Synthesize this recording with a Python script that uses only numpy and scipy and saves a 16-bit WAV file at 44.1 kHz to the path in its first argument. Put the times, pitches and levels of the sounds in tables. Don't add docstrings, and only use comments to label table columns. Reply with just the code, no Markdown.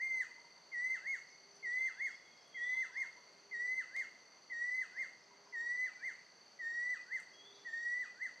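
import sys
import numpy as np
from scipy import signal
from scipy.fft import rfft, irfft, next_fast_len
from scipy.io import wavfile
from scipy.ndimage import uniform_filter1d

SR = 44100
rng = np.random.default_rng(int(sys.argv[2]) if len(sys.argv) > 2 else 0)


def output_pcm(signal):
    pcm = np.clip(np.atleast_2d(signal).T, -1, 1) * 32767
    wavfile.write(sys.argv[1], SR, np.round(pcm).astype(np.int16))


N = 370440

# start in seconds, length until the drop in seconds, top pitch in Hz.
WHISTLES = [(.716, .23, 2084), (1.626, 0.25, 2090), (2.543, .283, 2079), (3.511, 0.29, 2066),
            (4.498, 0.32, 2043), (5.524, .339, 2025), (6.589, 0.35, 2001), (7.647, .381, 1990)]
# start of the crest in seconds, its length in seconds, top pitch in Hz.
ARCHES = [(.02, 0.19, 2110), (1.077, 0.058, 2160), (2.02, 0.042, 2152), (2.978, 0.04, 2144),
          (3.969, 0.036, 2137), (4.992, 0.027, 2122), (6.051, .027, 2110), (7.133, 0.028, 2077),
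          (8.226, 0.025, 2060)]
def kingfisher(flutter_db=.84, flutter_hz=20):
    voice = np.zeros((2, N))
    for row in WHISTLES:
        add(voice, *whistle(*row))
    for row in ARCHES:
        add(voice, *arch(*row))
    fundamental, overtones = voice * gain_of(flutter_db * noise_band(N, 0, flutter_hz))
    tone = forest(fundamental, near_db=-8.7, far_db=-17.8, near_t60=.39, far_t60=1.5)
    return tone + forest(overtones, near_db=0, far_db=-6, near_t60=.3, far_t60=2)


SOURCE_DB, TIRING_DB_PER_S = -38, .23
SLACK_RATIO, RELEASE_S = .62, .06
def whistle(s, length, top_hz, sag_s=.055, hold_s=.015, attack_s=.016):
    t = np.arange(0, length + RELEASE_S, 1 / SR)
    climb = np.clip((t - sag_s) / (length - sag_s - hold_s), 0, 1)
    flick = (.118 - .0065 * s) * np.exp(-((t - .01093) / .019) ** 2)
    sag = .087 * (1 - climb) ** max(1.55 - .07 * s, .5)
    drop, release_db = let_go(t - length, drop_s=.05)
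    hz = top_hz * (1 + flick - sag) * drop
    onset_db = -16.5 * np.exp(-t / attack_s)
    db = SOURCE_DB - TIRING_DB_PER_S * s + onset_db + 1.5 * climb + release_db
    return throat_note(np.c_[s + t, hz], np.c_[s + t, db], pressed_s=s + .038)


def arch(s, length, top_hz, lead_s=.08, swoop_s=.033, droop_hz_per_s2=2400):
    t = np.arange(-lead_s, length + RELEASE_S, 1 / SR)
    swoop = SLACK_RATIO + (1 - SLACK_RATIO) / (1 + (np.minimum(t - .005, 0) / swoop_s) ** 2)
    drop, release_db = let_go(t - length, drop_s=.062)
    hz = (top_hz - droop_hz_per_s2 * np.maximum(t, 0) ** 2) * swoop * drop
    swell_db = 228 * np.minimum(t, 0) + 1.5 * np.clip(t / length, 0, 1)
    db = SOURCE_DB - TIRING_DB_PER_S * s + swell_db + release_db
    bright_db = 2.5 + .0294 * (top_hz - 2100)
    return throat_note(np.c_[s + t, hz], np.c_[s + t, db], pressed_s=s, bright_db=bright_db)


def let_go(past_s, drop_s, lead_s=.01):
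    fall = np.sin(np.pi / 2 * np.clip((past_s + lead_s) / drop_s, 0, 1)) ** 2
    release_db = -19 * (np.maximum(past_s, 0) / RELEASE_S) ** 1.42
    return 1 - (1 - SLACK_RATIO) * fall, release_db


# frequency in Hz, gain in dB.
THROAT_RESPONSE = [(1300, -18), (1650, -11.5), (1950, -0.5), (2250, -2.5), (2500, -22), (4000, -41.5),
                   (5000, -47), (5700, -32.5), (6500, -30.5), (7000, -35.5), (8300, -44.5), (9300, -65.5),
                   (12300, -61), (14000, -75.5)]
def throat_note(pitch, level, pressed_s, bright_db=0):
    s, hz, phase, amplitude = glide(pitch, level, waver=.0042, waver_hz=35.6)
    partials = []
    for k in range(1, 8):
        db = read(THROAT_RESPONSE, k * hz) + bright_db * max(k - 3, 0)
        partials.append(amplitude * gain_of(db) * np.sin(k * phase))
    since = s + np.arange(len(hz)) / SR - pressed_s
    bloom = np.clip(1 + since / .025, 0, 1) * gain_of(1.2 * noise_band(len(hz), 0, 30))
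    tension = (hz / hz.max()) ** 4
    overtones = bloom * (sum(partials[1:4]) + tension * sum(partials[4:]))
    return s, np.array([partials[0], overtones])


# start in seconds, end in seconds, level in dB.
CRICKET_SPELLS = [(.01, 2.18, -67.5), (2.2, 2.9, -75.5), (2.94, 5.18, -68.5), (5.199, 5.5, -78),
                  (5.53, 8.39, -68.5)]
# start in seconds, end in seconds, level of the second chip in dB.
CHIP_RUNS = [(1.26, 1.65, -74.5), (2.106, 2.5, -72.5), (2.924, 3.05, -72.5), (4.67, 5.6, -75),
             (5.696, 7.1, -79.5), (7.29, 7.9, -76.5)]
def crickets(pairs_per_s=18.3, pair_gap_s=.017, chip_period_s=.258):
    strokes, chips = np.zeros(N), np.zeros(N)
    for start, end, db in CRICKET_SPELLS:
        for s in np.arange(start, end, 1 / pairs_per_s):
            s += rng.normal(0, .0012)
            for delay, hz in ((0, 4880), (pair_gap_s, 4800)):
                stroke = sweep(.017, hz, hz * .86, octave_db=-27)
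                add(strokes, s + delay, gain_of(db + rng.normal(0, .64)) * stroke)
    chip = sweep(.028, 5650, 4700, octave_db=-40)
    for start, end, db in CHIP_RUNS:
        for s in np.arange(start, end, chip_period_s):
            add(chips, s, gain_of(db - 3) * chip)
            add(chips, s + .039, gain_of(db) * chip)
    return forest(strokes, near_db=-10.5, far_db=-14) + forest(chips, near_db=-4, far_db=-7)


# start in seconds, length of the climb in seconds, its first and last pitch in Hz,
# relative level in dB.
UPSLURS = [(2.53, .16, 3265, 3590, -62.5), (7.332, 0.19, 3283, 3550, -63.5)]
def upslurs():
    out = np.zeros(N)
    for s, length, first, last, db in UPSLURS:
        end = s + length
        pitch = [(s, first), (s + .4 * length, first * 1.01), (end, last), (end + .04, last * 1.15)]
        level = [(s, db - 6.5), (end - .04, db), (end, db - 7),
                 (end + .029, db - 10), (end + .06, db - 18.5)]
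        add(out, *pure_note(pitch, level))
    return gain_of(-1) * forest(out, near_db=-.5, far_db=1, near_t60=.72, far_t60=1.4)


# start in seconds, end in seconds, held pitch in Hz, level in dB.
COOS = [(1.282, 1.735, 403, -70), (3.253, 3.737, 403, -70), (5.22, 5.711, 407.4, -69),
        (7.228, 7.661, 403.6, -69)]
def dove():
    out = np.zeros(N)
    for s, end, hz, db in COOS:
        pitch = [(s, hz * .975), (s + .25, hz), (end, hz)]
        level = [(s, db - 12.5), (s + .28, db), (end - .04, db - 1.5), (end, db - 8)]
        add(out, *pure_note(pitch, level))
    return forest(out, near_db=-12, far_db=-25.5)


# start in seconds, end in seconds, nominal pitch in Hz, notes per second, relative level in dB.
NOTE_RUNS = [(5.84, 6.1, 2340, 14, -73), (1.7, 2.05, 3450, 15, -82), (2.1, 2.53, 3380, 15, -80.5),
             (4.8, 8.7, 1600, 13, -88)]
# start in seconds, centre frequency in Hz, relative level in dB.
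CHUCKLES = [(.12, 955, -72.5), (2.72, 995, -72), (5.29, 975, -71)]
CHUCKLE_DELAYS = [0, .15, .225, .3, .43]
def far_birds():
    calls = np.zeros(N)
    for start, end, hz, per_s, db in NOTE_RUNS:
        for s in np.arange(start, end, 1 / per_s):
            note = sweep(.06, hz * 1.02, hz * rng.uniform(.91, 1), octave_db=-39)
            add(calls, s, gain_of(db) * note)
    puff = np.hanning(int(.065 * SR))
    for s, hz, db in CHUCKLES:
        for delay in CHUCKLE_DELAYS:
            add(calls, s + delay, gain_of(db) * puff * noise_band(len(puff), hz, 77))
    return gain_of(2.5) * forest(calls, near_db=-3.5, far_db=-3.5)


# centre frequency in Hz, half width in Hz, level in dB.
CHORUS_BANDS = [(4574, 253, -70.5), (6067, 310, -73.5)]
# start in seconds, end in seconds, pitch in Hz, level in dB.
WHINES = [(0, .3, 6000, -72), (1.093, 1.8, 6060, -71.5), (2.448, 3.312, 6010, -73),
          (4.083, 4.855, 6000, -74), (5.603, 6.245, 6060, -72.5), (7.194, 8.102, 6025, -76)]
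def insect_chorus():
    out = sum(gain_of(db) * noise_band(N, hz, width) for hz, width, db in CHORUS_BANDS)
    for start, end, hz, db in WHINES:
        size = int((end - start) * SR)
        add(out, start, gain_of(db) * signal.windows.tukey(size, .4) * noise_band(size, hz, 29))
    return out


# start in seconds, relative level in dB, time to decay by 60 dB in seconds,
# centre frequency in Hz, half width in Hz.
CLICKS = [(1.555, -77.5, .12, 9000, 1900), (2.478, -73, .015, 9000, 1760),
          (3.964, -51.5, 0.028, 2876, 4370), (3.992, -55.5, 0.036, 3000, 4060),
          (7.201, -54.5, 0.0079, 8300, 1600)]
def clicks(band_hz=(260, 13000)):
    out, t = np.zeros(N), np.arange(SR // 5) / SR
    for s, db, t60, hz, width_hz in CLICKS:
        add(out, s, gain_of(db - 60 * t / t60) * noise_band(len(t), hz, width_hz))
    band = signal.butter(2, band_hz, "bandpass", fs=SR, output="sos")
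    return forest(signal.sosfilt(band, out), near_db=-4, far_db=-23.5)


# frequency in Hz, relative spectral density in dB.
AIR_SPECTRUM = [(25, -28), (55, -23), (100, -11), (170, -2.5), (260, -3), (600, 1), (1100, -1.5),
                (1700, -4.5), (2400, -8), (3800, -12), (5400, -16), (7200, -18.5), (8400, -27),
                (10000, -30.5), (14500, -35)]
# frequency in Hz, correlation of left and right from 0 to 1.
AIR_COHERENCE = [(30, 0.5), (300, 0.88), (700, 0.65), (1500, 0.56), (5000, 0.85), (8000, 0.9), (12000, .3)]
def air(level_db=-67, swell_db=.45):
    hz = np.fft.rfftfreq(N, 1 / SR)
    left, independent = rfft(rng.standard_normal((2, N))) * gain_of(read(AIR_SPECTRUM, hz))
    coherence = np.clip(read(AIR_COHERENCE, hz), -1, 1)
    right = coherence * left + np.sqrt(1 - coherence ** 2) * independent
    wash = unit_rms(irfft(np.array([left, right]), N))
    return gain_of(level_db + swell_db * noise_band(N, 0, 2)) * wash


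def forest(x, near_db, far_db, near_t60=.18, far_t60=1.2):
    t = np.arange(int(1.5 * SR)) / SR
    response = (t == 0) * 1.
    for db, t60, echoes_per_s in ((near_db, near_t60, 500), (far_db, far_t60, 2000)):
        signs = rng.choice([-1, 1], len(t))
        arrivals = (rng.random(len(t)) < echoes_per_s / SR) * (t > .004)
        echoes = signs * arrivals * gain_of(-60 * t / t60)
        response += gain_of(db) * echoes / np.linalg.norm(echoes)
    return signal.fftconvolve(x, response)[:N]


def glide(pitch, level, waver=.003, waver_hz=50):
    t = np.arange(max(level[0][0], 0), level[-1][0], 1 / SR)
    hz = uniform_filter1d(np.interp(t, *np.transpose(pitch)), size=400)
    hz *= 1 + waver * noise_band(len(t), 0, waver_hz)
    phase = 2 * np.pi * np.cumsum(hz) / SR
    db = np.interp(t, *np.transpose(level))
    amplitude = np.sqrt(2) * gain_of(db) * signal.windows.tukey(len(t), .01)
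    return t[0], hz, phase, amplitude


def pure_note(pitch, level):
    s, _, phase, amplitude = glide(pitch, level)
    return s, amplitude * np.sin(phase)


def sweep(length, from_hz, to_hz, octave_db):
    hz = np.linspace(from_hz, to_hz, int(length * SR))
    phase = 2 * np.pi * np.cumsum(hz) / SR
    return unit_rms(np.hanning(len(hz)) * (np.sin(phase) + gain_of(octave_db) * np.sin(2 * phase)))


def noise_band(size, hz, width_hz):
    padded = 2 * next_fast_len(size)
    bell = np.exp(-.5 * ((np.fft.rfftfreq(padded, 1 / SR) - hz) / width_hz) ** 2)
    return unit_rms(irfft(bell * rfft(rng.standard_normal(padded)))[:size])


def gain_of(db):
    return 10 ** (np.asarray(db) / 20)


def unit_rms(x):
    return x / np.sqrt(np.mean(x ** 2) + 1e-20)


def read(points, hz):
    f, value = np.transpose(points)
    return np.interp(np.log(hz + 1), np.log(f + 1), value)


def add(mix, s, sound):
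    part = mix[..., max(round(s * SR), 0):][..., :sound.shape[-1]]
    part += sound[..., :part.shape[-1]]


def scene():
    return air() + kingfisher() + upslurs() + dove() + far_birds() + crickets() + insect_chorus() + clicks()


def record(dry, cutoff_hz=14900):
    lowpass = signal.firwin(511, cutoff_hz, window=("kaiser", 9), fs=SR)
    return signal.oaconvolve(dry, lowpass[None], "same", axes=1)


dry = scene()
out = record(dry)
output_pcm(out)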